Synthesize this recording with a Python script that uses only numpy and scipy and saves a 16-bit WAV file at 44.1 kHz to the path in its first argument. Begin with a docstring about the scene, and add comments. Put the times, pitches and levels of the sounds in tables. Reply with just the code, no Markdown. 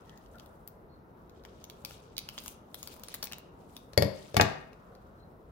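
"""Sachet and scissors at a table

A small plastic sachet is turned in the fingers and cut: random ticks rustle, noise bursts snap, faint whistles squeak.
The scissors are then laid on the table top, bounce, and drop flat with a clatter, built from decaying modes and cracks.
Air handling rumbles softly behind as shaped noise; a short diffuse tail puts film and scissors in a quiet room."""
import sys
import numpy as np
from scipy import signal
from scipy.io import wavfile

SR = 44100
rng = np.random.default_rng(int(sys.argv[2]) if len(sys.argv) > 2 else 0)


def magnitude_from_level(level_db):
    """Linear magnitude for a level in decibels (20 dB per decade)."""
    exponent = np.asarray(level_db, float) / 20
    return 10 ** exponent


def store_wav(level_fs):
    """Save 16-bit WAV to argv[1]."""
    pcm = np.round(np.clip(np.atleast_2d(level_fs), -1, 1) * 32767)
    wavfile.write(sys.argv[1], SR, pcm.T.astype(np.int16))


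N = 242991

# spectrum of the air handling: f/Hz, relative level per Hz/dB
AIR_SPECTRUM = [(15, -38), (25, -16.5), (53, -2.5), (80, -4.5), (208, -5), (238, -10), (378, -8), (422, -8),
                (617, -11.5), (1250, -16.5), (2400, -48), (4130, -39.5), (6730, -64.5), (15200, -40),
                (16500, -56)]
# left-right likeness of the air: f/Hz, correlation (1 same, 0 unrelated, -1 opposed)
AIR_LIKENESS = [(60, 0.88), (180, 0.99), (550, 0.48), (1650, -0.57), (4970, 0.85), (15000, -0.04)]
# fingers working the film: t/s, large creases level/dB, tight creases level/dB
RUSTLE_MOVES = [(0.0, -58, -64), (0.4, -64.5, -55.5), (0.74, -77, -67), (1.04, -77, -81), (1.5, -57, -70),
                (1.8, -61, -56), (1.9, -45.5, -44), (2.1, -57.5, -69), (2.36, -54, -48), (2.52, -53, -42),
                (2.6, -74, -82), (2.789, -53.5, -44), (2.91, -44, -44), (2.97, -57.5, -51),
                (3.13, -41, -49), (3.26, -68, -56), (3.42, -70, -74), (3.75, -57, -53), (3.88, -71, -61),
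                (4.21, -44, -51.5), (4.8, -70, -70)]
# tone of the rustling film: f/Hz, relative level per Hz/dB
FILM_TONE = [(900, -17.5), (2000, -4.5), (3000, 7.5), (4500, 2.5), (7000, 1.5), (10000, -1), (13000, -5),
             (15500, -4.5)]
# faint squeaks, perhaps skin slipping on the film: t/s, length/s, f/Hz, level/dB
FILM_SQUEAKS = [(0.055, 0.15, 1850, -67.5), (0.339, 0.037, 1390, -58), (0.883, 0.09, 4270, -74),
                (5.17, 0.1, 4080, -73)]
# the clearest creases snapping: t/s, level/dB, panel ring f/Hz, dull part level/dB, bright part level/dB
# (both parts relative to the middle register)
CREASE_SNAPS = [(0.0949, -42, 3300, -3, -11), (0.1753, -46.5, 15500, -6, -3.5),
                (0.261, -50.5, 3100, 0, -10), (0.355, -49, 14860, -3, -10), (0.384, -45, 4400, -10, -4.5),
                (0.3976, -36.5, 3270, -1, -10), (0.4602, -48.5, 3580, -11, -0.5),
                (0.6754, -40, 15000, -5, 11.5), (1.296, -47.5, 3960, 4, -7.5), (1.437, -48, 4060, 1, -6),
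                (1.4505, -35.5, 3160, 5.5, -10.5), (1.641, -32, 6260, -10.5, -4),
                (1.699, -31, 3340, -6, -6.5), (1.849, -21, 4620, -10, -5), (1.908, -37, 2870, 6.5, -5),
                (2.167, -30.5, 4040, -12, -13), (2.1801, -18.5, 4600, -12.5, -4.5),
                (2.19, -29, 4200, -20, -24), (2.2884, -24.5, 2950, -3.5, -6.5),
                (2.379, -25.5, 3140, 1.5, -10), (2.3855, -27.5, 3460, -12, -16), (2.4018, -41, 2700, -2, 2),
                (2.419, -44, 15400, -5, 2), (2.4373, -45, 13000, -1, 2), (2.4603, -30.5, 13500, 0.5, -8),
                (2.4797, -25.5, 6500, -7.5, 0.5), (2.744, -29, 3600, -1.5, 0.5),
                (2.829, -26.5, 6760, -4, -4), (2.874, -30, 4530, -5.5, -1.5), (2.94, -45, 14000, 8, 2),
                (2.9637, -42.5, 13900, 4, 1), (2.9956, -44, 15300, -2, 4), (3.035, -30, 16100, -3.5, 1.5),
                (3.0842, -29, 9850, -0.5, -9), (3.141, -26.5, 4180, 4, 3.5),
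                (3.1455, -30.5, 15100, -4, 2.5), (3.2269, -22, 4600, -4, -7), (3.2299, -24.5, 5700, 0.5, 0),
                (3.2408, -25.5, 15400, -5, 4), (3.255, -32.5, 15000, 1, 4.5),
                (3.2707, -29.5, 2490, -8, -16), (3.3156, -37, 2730, 5, -4.5),
                (3.3223, -26, 2800, -3.5, -4.5), (3.3326, -25, 2940, -3, -13.5),
                (3.3828, -38, 14500, 0, 2.5), (3.766, -30, 3650, -6, -3), (4.7308, -44.5, 2630, -7, -8.5),
                (4.9513, -47.5, 4420, 5, -5.5)]
# scissor tips touch and bounce: t/s, table thud level/dB, tip knock level/dB, blade ring level/dB, crack level/dB
TIP_TOUCHES = [(3.933, -57.5, -51, -65, -39), (3.9765, -19, -11.5, -16, -18),
               (4.023, -23, -15.5, -23.5, -19), (4.047, -27.5, -28.5, -43.5, -33.5),
               (4.344, -36, -26.5, -45.5, -32.5), (4.362, -36.5, -32, -65.5, -43)]
# handles drop flat: t/s, table thud level/dB, handle clack level/dB, blade ring level/dB, crack level/dB
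HANDLE_DROPS = [(4.367, -19, -17.5, -37, -9.5), (4.398, -22.5, -10, -58, -37.5),
                (4.411, -24, -21, -37.5, -8), (4.419, -34.5, -19.5, -57, -29),
                (4.429, -27, -32.5, -55.5, -33)]
# modes of the table top, its thud: f/Hz, level/dB, t60/s
THUD_MODES = [(92, -3, 0.18), (114, 0, 0.13), (148.2, -8.5, 0.4), (198.4, -7, 0.23), (294, -8.5, 0.12),
              (395.3, -11, 0.2)]
# modes of the table top as the tips knock it: f/Hz, level/dB, t60/s
KNOCK_MODES = [(460, -7, 0.043), (552, 0, 0.036), (590, -10.5, .04), (824, -13, 0.012)]
# modes of the scissor handles: f/Hz, level/dB, t60/s
HANDLE_MODES = [(507, -1.5, .03), (656, 0, 0.027), (734, 0.5, .02), (836, 0.5, 0.019), (1158, -2.5, 0.025),
                (1324, -7, 0.011), (1640, -2.5, .025), (1850, -6, 0.03), (2160, -10, 0.023),
                (2446, -10.5, 0.031), (2830, -11, 0.032)]
# modes of the scissor blades: f/Hz, level/dB, t60/s
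BLADE_MODES = [(1890, -10.5, 0.038), (2183, -5, 0.02), (3414, -12, 0.022), (4400, -11, 0.04),
               (4520, -2, 0.019), (5050, -4, .015), (7200, -14.5, .02), (9100, -31.5, .015),
               (11420, -2.5, 0.0088), (13000, -5, 0.0046), (15100, -9.5, .005)]
# diffuse tail of the room: f/Hz, t60/s, level/dB
ROOM_TAIL = [(88.6, 0.43, -18), (250, 0.5, -8.5), (700, 0.54, -8), (1970, 0.57, -9.5), (5000, 0.37, -10),
             (9000, 0.34, -12), (15000, 0.12, -6)]

AIR_DB = -54
SACHET_LEFT_DB, FACING_SCATTER_DB = 2, 4   # held a little left; each crease faces its own way
SQUEAK_HALF_WIDTH_HZ = 120
CREASE_RISE_S, PANEL_RING_DB = 0.00035, -5
WALL_ECHO_S, WALL_ECHO_DB = 0.008, 10   # level is relative to the tail around it
# samples by which the right microphone hears later (negative: sooner)
FILM_LAG, SCISSORS_LAG = 4, -17
CUTOFF_HZ = 16700


def rms_one(x):
    """Level a signal to an rms of 1."""
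    return x / np.sqrt(np.mean(x ** 2) + 1e-20)


def at_hz(points, hz, column=1):
    """Read a table column at a frequency, along a logarithmic pitch axis."""
    points = np.array(points)
    return np.interp(np.log(hz), np.log(points[:, 0]), points[:, column])


def band(x, low_hz, high_hz):
    """Band-pass between two frequencies."""
    edges = [low_hz, min(high_hz, .45 * SR)]
    return signal.sosfilt(signal.butter(2, edges, "band", fs=SR, output="sos"), x + 1e-18)


def drift(rate_hz):
    """Slow random wander with an rms of 1, made at every 40th sample and joined by lines."""
    pole = np.exp(-80 * np.pi * rate_hz / SR)
    white = rng.standard_normal(N // 40 + 2002)
    slow = signal.lfilter([1], [1, -2 * pole, pole * pole], white)[2000:]   # skip the settling
    return np.interp(np.arange(N) / 40, np.arange(len(slow)), rms_one(slow))


def burst(sound, t60):
    """Let a sound die away by 60 dB in t60 seconds."""
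    return sound * magnitude_from_level(-60 * np.arange(len(sound.T)) / (t60 * SR))


def add(out, s, sound, left_db):
    """Lay a short two-channel sound in at its time, its left side raised over its right by left_db."""
    i = round(s * SR)
    sound = sound[:, :N - i]
    out[:, i:i + len(sound.T)] += sound * magnitude_from_level(np.array([[left_db / 2], [-left_db / 2]]))


def air():
    """Air handling: half-octave noise bands waver gently, each with its own likeness of left and right."""
    out, edges = 0, 22 * 2 ** np.arange(0, 10, .5)
    white = rng.standard_normal((2, 2, N))   # neighbouring bands get unrelated noise
    for k, (low, high) in enumerate(zip(edges, edges[1:])):
        mid, side = band(white[k % 2], low, high)
        hz = np.sqrt(low * high)
        alike = np.clip(at_hz(AIR_LIKENESS, hz), -1, 1)
        gain = magnitude_from_level(at_hz(AIR_SPECTRUM, hz) + 1.6 * drift(5.1))
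        stereo = np.sqrt(1 + alike) * mid + np.sqrt(1 - alike) * side * [[1], [-1]]
        out = out + gain * stereo
    return magnitude_from_level(AIR_DB) * rms_one(out) * magnitude_from_level(np.array([[.6], [-.6]]))


def rustle():
    """Many tiny creases tick at random in clumps; each rings a few cycles at a pitch of its own."""
    s, large_db, tight_db = np.transpose(RUSTLE_MOVES)
    time = np.arange(N) / SR
    large_db, tight_db = np.interp(time, s, large_db), np.interp(time, s, tight_db)
    sizes = magnitude_from_level(3.9 * np.minimum(rng.exponential(size=(2, N)), 5))
    sizes = sizes * rng.choice([-1, 1], size=(2, N))
    chance = rng.random(size=(2, N))
    ticks_per_s = 7000 * magnitude_from_level(5.5 * drift(14))   # the wander gathers ticks into clumps
    ticks = sizes * (chance < ticks_per_s / SR)
    pitches, dealt, out = np.geomspace(1000, 15500, 12), rng.integers(0, 12, N), 0
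    for k, hz in enumerate(pitches):
        tight = np.clip(np.log2(hz / 5500), 0, 1)   # small tight creases sound high
        gain = magnitude_from_level(at_hz(FILM_TONE, hz) + (1 - tight) * large_db + tight * tight_db)
        out = out + gain * band(ticks * (dealt == k), hz / 1.16, hz * 1.16)
    return out * magnitude_from_level(np.array([[1.5], [-1.5]]))


def squeaks():
    """Narrow noisy whistles that swell and fade."""
    out = np.zeros((2, N))
    noise = rng.standard_normal(size=(len(FILM_SQUEAKS), 2, 8000))
    for (s, length, hz, db), white in zip(FILM_SQUEAKS, noise):
        shared = white[0] + .5 * white   # mostly the same noise on both sides
        tone = rms_one(band(shared, hz - SQUEAK_HALF_WIDTH_HZ, hz + SQUEAK_HALF_WIDTH_HZ))
        swell = np.sin(np.pi * np.clip(np.arange(8000) / (length * SR), 0, 1))
        add(out, s, magnitude_from_level(db) * swell * tone, SACHET_LEFT_DB)
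    return out


def snaps():
    """A crease flips over: a few milliseconds of crackle in three registers, and a brief ring of the film panel."""
    out, t = np.zeros((2, N)), np.arange(600) / SR
    noise = rng.standard_normal(size=(len(CREASE_SNAPS), 4, 600))
    for (s, level_db, hz, dull_db, bright_db), (both, left, right, facing) in zip(CREASE_SNAPS, noise):
        # each microphone faces another side of the film
        crackle = burst(both + 0.83 * np.array([left, right]), 0.011)
        crackle = crackle * (1 - np.exp(-t / CREASE_RISE_S))
        middle = band(crackle, 2700, 7270)
        dull = magnitude_from_level(dull_db) * band(crackle, 460, 2100)
        bright = magnitude_from_level(bright_db) * band(crackle, max(6500, 0.76 * hz), 16500)
        panel = magnitude_from_level(PANEL_RING_DB) * burst(np.sin(2 * np.pi * hz * t), 0.0081)
        left_db = SACHET_LEFT_DB + FACING_SCATTER_DB * facing[0]
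        add(out, s, magnitude_from_level(level_db) * (middle + dull + bright + panel), left_db)
    return out


def ring(modes, chance, soft_s):
    """One contact sets off all modes; where it lands shifts strength, pitch and phase at each microphone."""
    t, waves = np.arange(round(.4 * SR)) / SR, 0
    for (hz, db, t60), (strength, pitch, left, right) in zip(modes, chance):
        offset = .5 * np.array([[left], [right]]) * np.log2(hz / 60)
        phase = 2 * np.pi * hz * (1 + .012 * pitch) * t + offset
        waves = waves + magnitude_from_level(db + 1.3 * strength - 60 * t / t60) * np.sin(phase)
    return waves * (1 - np.exp(-t / soft_s))   # a longer contact lets them swell in


def contacts(rows, body, scatter, soft_s, left_db):
    """Each contact thumps the table, sets off the body that it meets, rings the blades and cracks."""
    out = np.zeros((2, N))
    chance = rng.standard_normal(size=(len(rows), 3, 12, 4))
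    noise = rng.standard_normal(size=(len(rows), 2, 1500))
    for (s, thud_db, body_db, blade_db, crack_db), (a, b, c), white in zip(rows, chance, noise):
        add(out, s, magnitude_from_level(thud_db) * ring(THUD_MODES, a * 0.2, 0.0018), 2.5)
        add(out, s, magnitude_from_level(body_db) * ring(body, b * scatter, soft_s), left_db)
        add(out, s, magnitude_from_level(blade_db) * ring(BLADE_MODES, c * 0.5, .0001), 12)
        crack = band(burst(white, 0.02), 1000, 6230)
        edge = magnitude_from_level(-9.0) * band(burst(white, .012), 3800, 16000)   # the sharp edge of the crack
        add(out, s, magnitude_from_level(crack_db) * (crack + edge), 9)
    return out


def scissors():
    """The tips knock the table top, then the handles clack down."""
    tips = contacts(TIP_TOUCHES, KNOCK_MODES, scatter=0.13, soft_s=.00033, left_db=5.5)
    handles = contacts(HANDLE_DROPS, HANDLE_MODES, scatter=0.65, soft_s=.00035, left_db=1.5)
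    return band(tips + handles, 55, 18000)   # keep them free of rumble below the lowest table mode


def room(x):
    """A bunch of echoes from the wall behind, within a diffuse tail that dies band by band."""
    t = np.arange(round(.7 * SR)) / SR
    white, tail = rng.standard_normal(size=(2, 2, len(t))), 0   # neighbouring bands get unrelated noise
    for k, hz in enumerate(63 * 2. ** np.arange(9)):
        decay_db = -60 * t / at_hz(ROOM_TAIL, hz)
        gain = magnitude_from_level(at_hz(ROOM_TAIL, hz, column=2) + decay_db) / np.sqrt(SR * 0.021)
        tail = tail + gain * band(white[k % 2], hz / np.sqrt(2), hz * np.sqrt(2))
    tail = tail * np.clip((t - .003) / 0.0073, 0, 1)   # reflections thicken over the first milliseconds
    tail = tail * (1 + magnitude_from_level(WALL_ECHO_DB) * np.exp(-((t - WALL_ECHO_S) / 0.0023) ** 2))
    return signal.fftconvolve(x, tail, axes=1)[:, :N]


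def later_right(x, lag):
    """The sound reaches the right microphone some samples apart from the left."""
    return np.array([x[0], np.roll(x[1], lag)])


def scene():
    """Film and scissors, heard directly and through the room, over the air handling."""
    film = snaps() + rustle() + squeaks()
    steel = scissors()
    wet = room(film + steel)
    direct = later_right(film, FILM_LAG) + later_right(steel, SCISSORS_LAG)
    return direct + wet + air()


def cut_top(x):
    """A steep low-pass takes off the extreme treble."""
    return signal.sosfilt(signal.cheby2(12, 50, CUTOFF_HZ, fs=SR, output="sos"), x)


def low_pass(x):
    """Removes everything above the highest recorded frequency."""
    return signal.sosfilt(signal.butter(12, 16970, fs=SR, output="sos"), x)


def record(dry):
    """Peaks are rounded softly and the extreme treble is cut."""
    rounded = np.tanh(dry)
    return low_pass(cut_top(rounded))


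dry = scene()
out = record(dry)
store_wav(out)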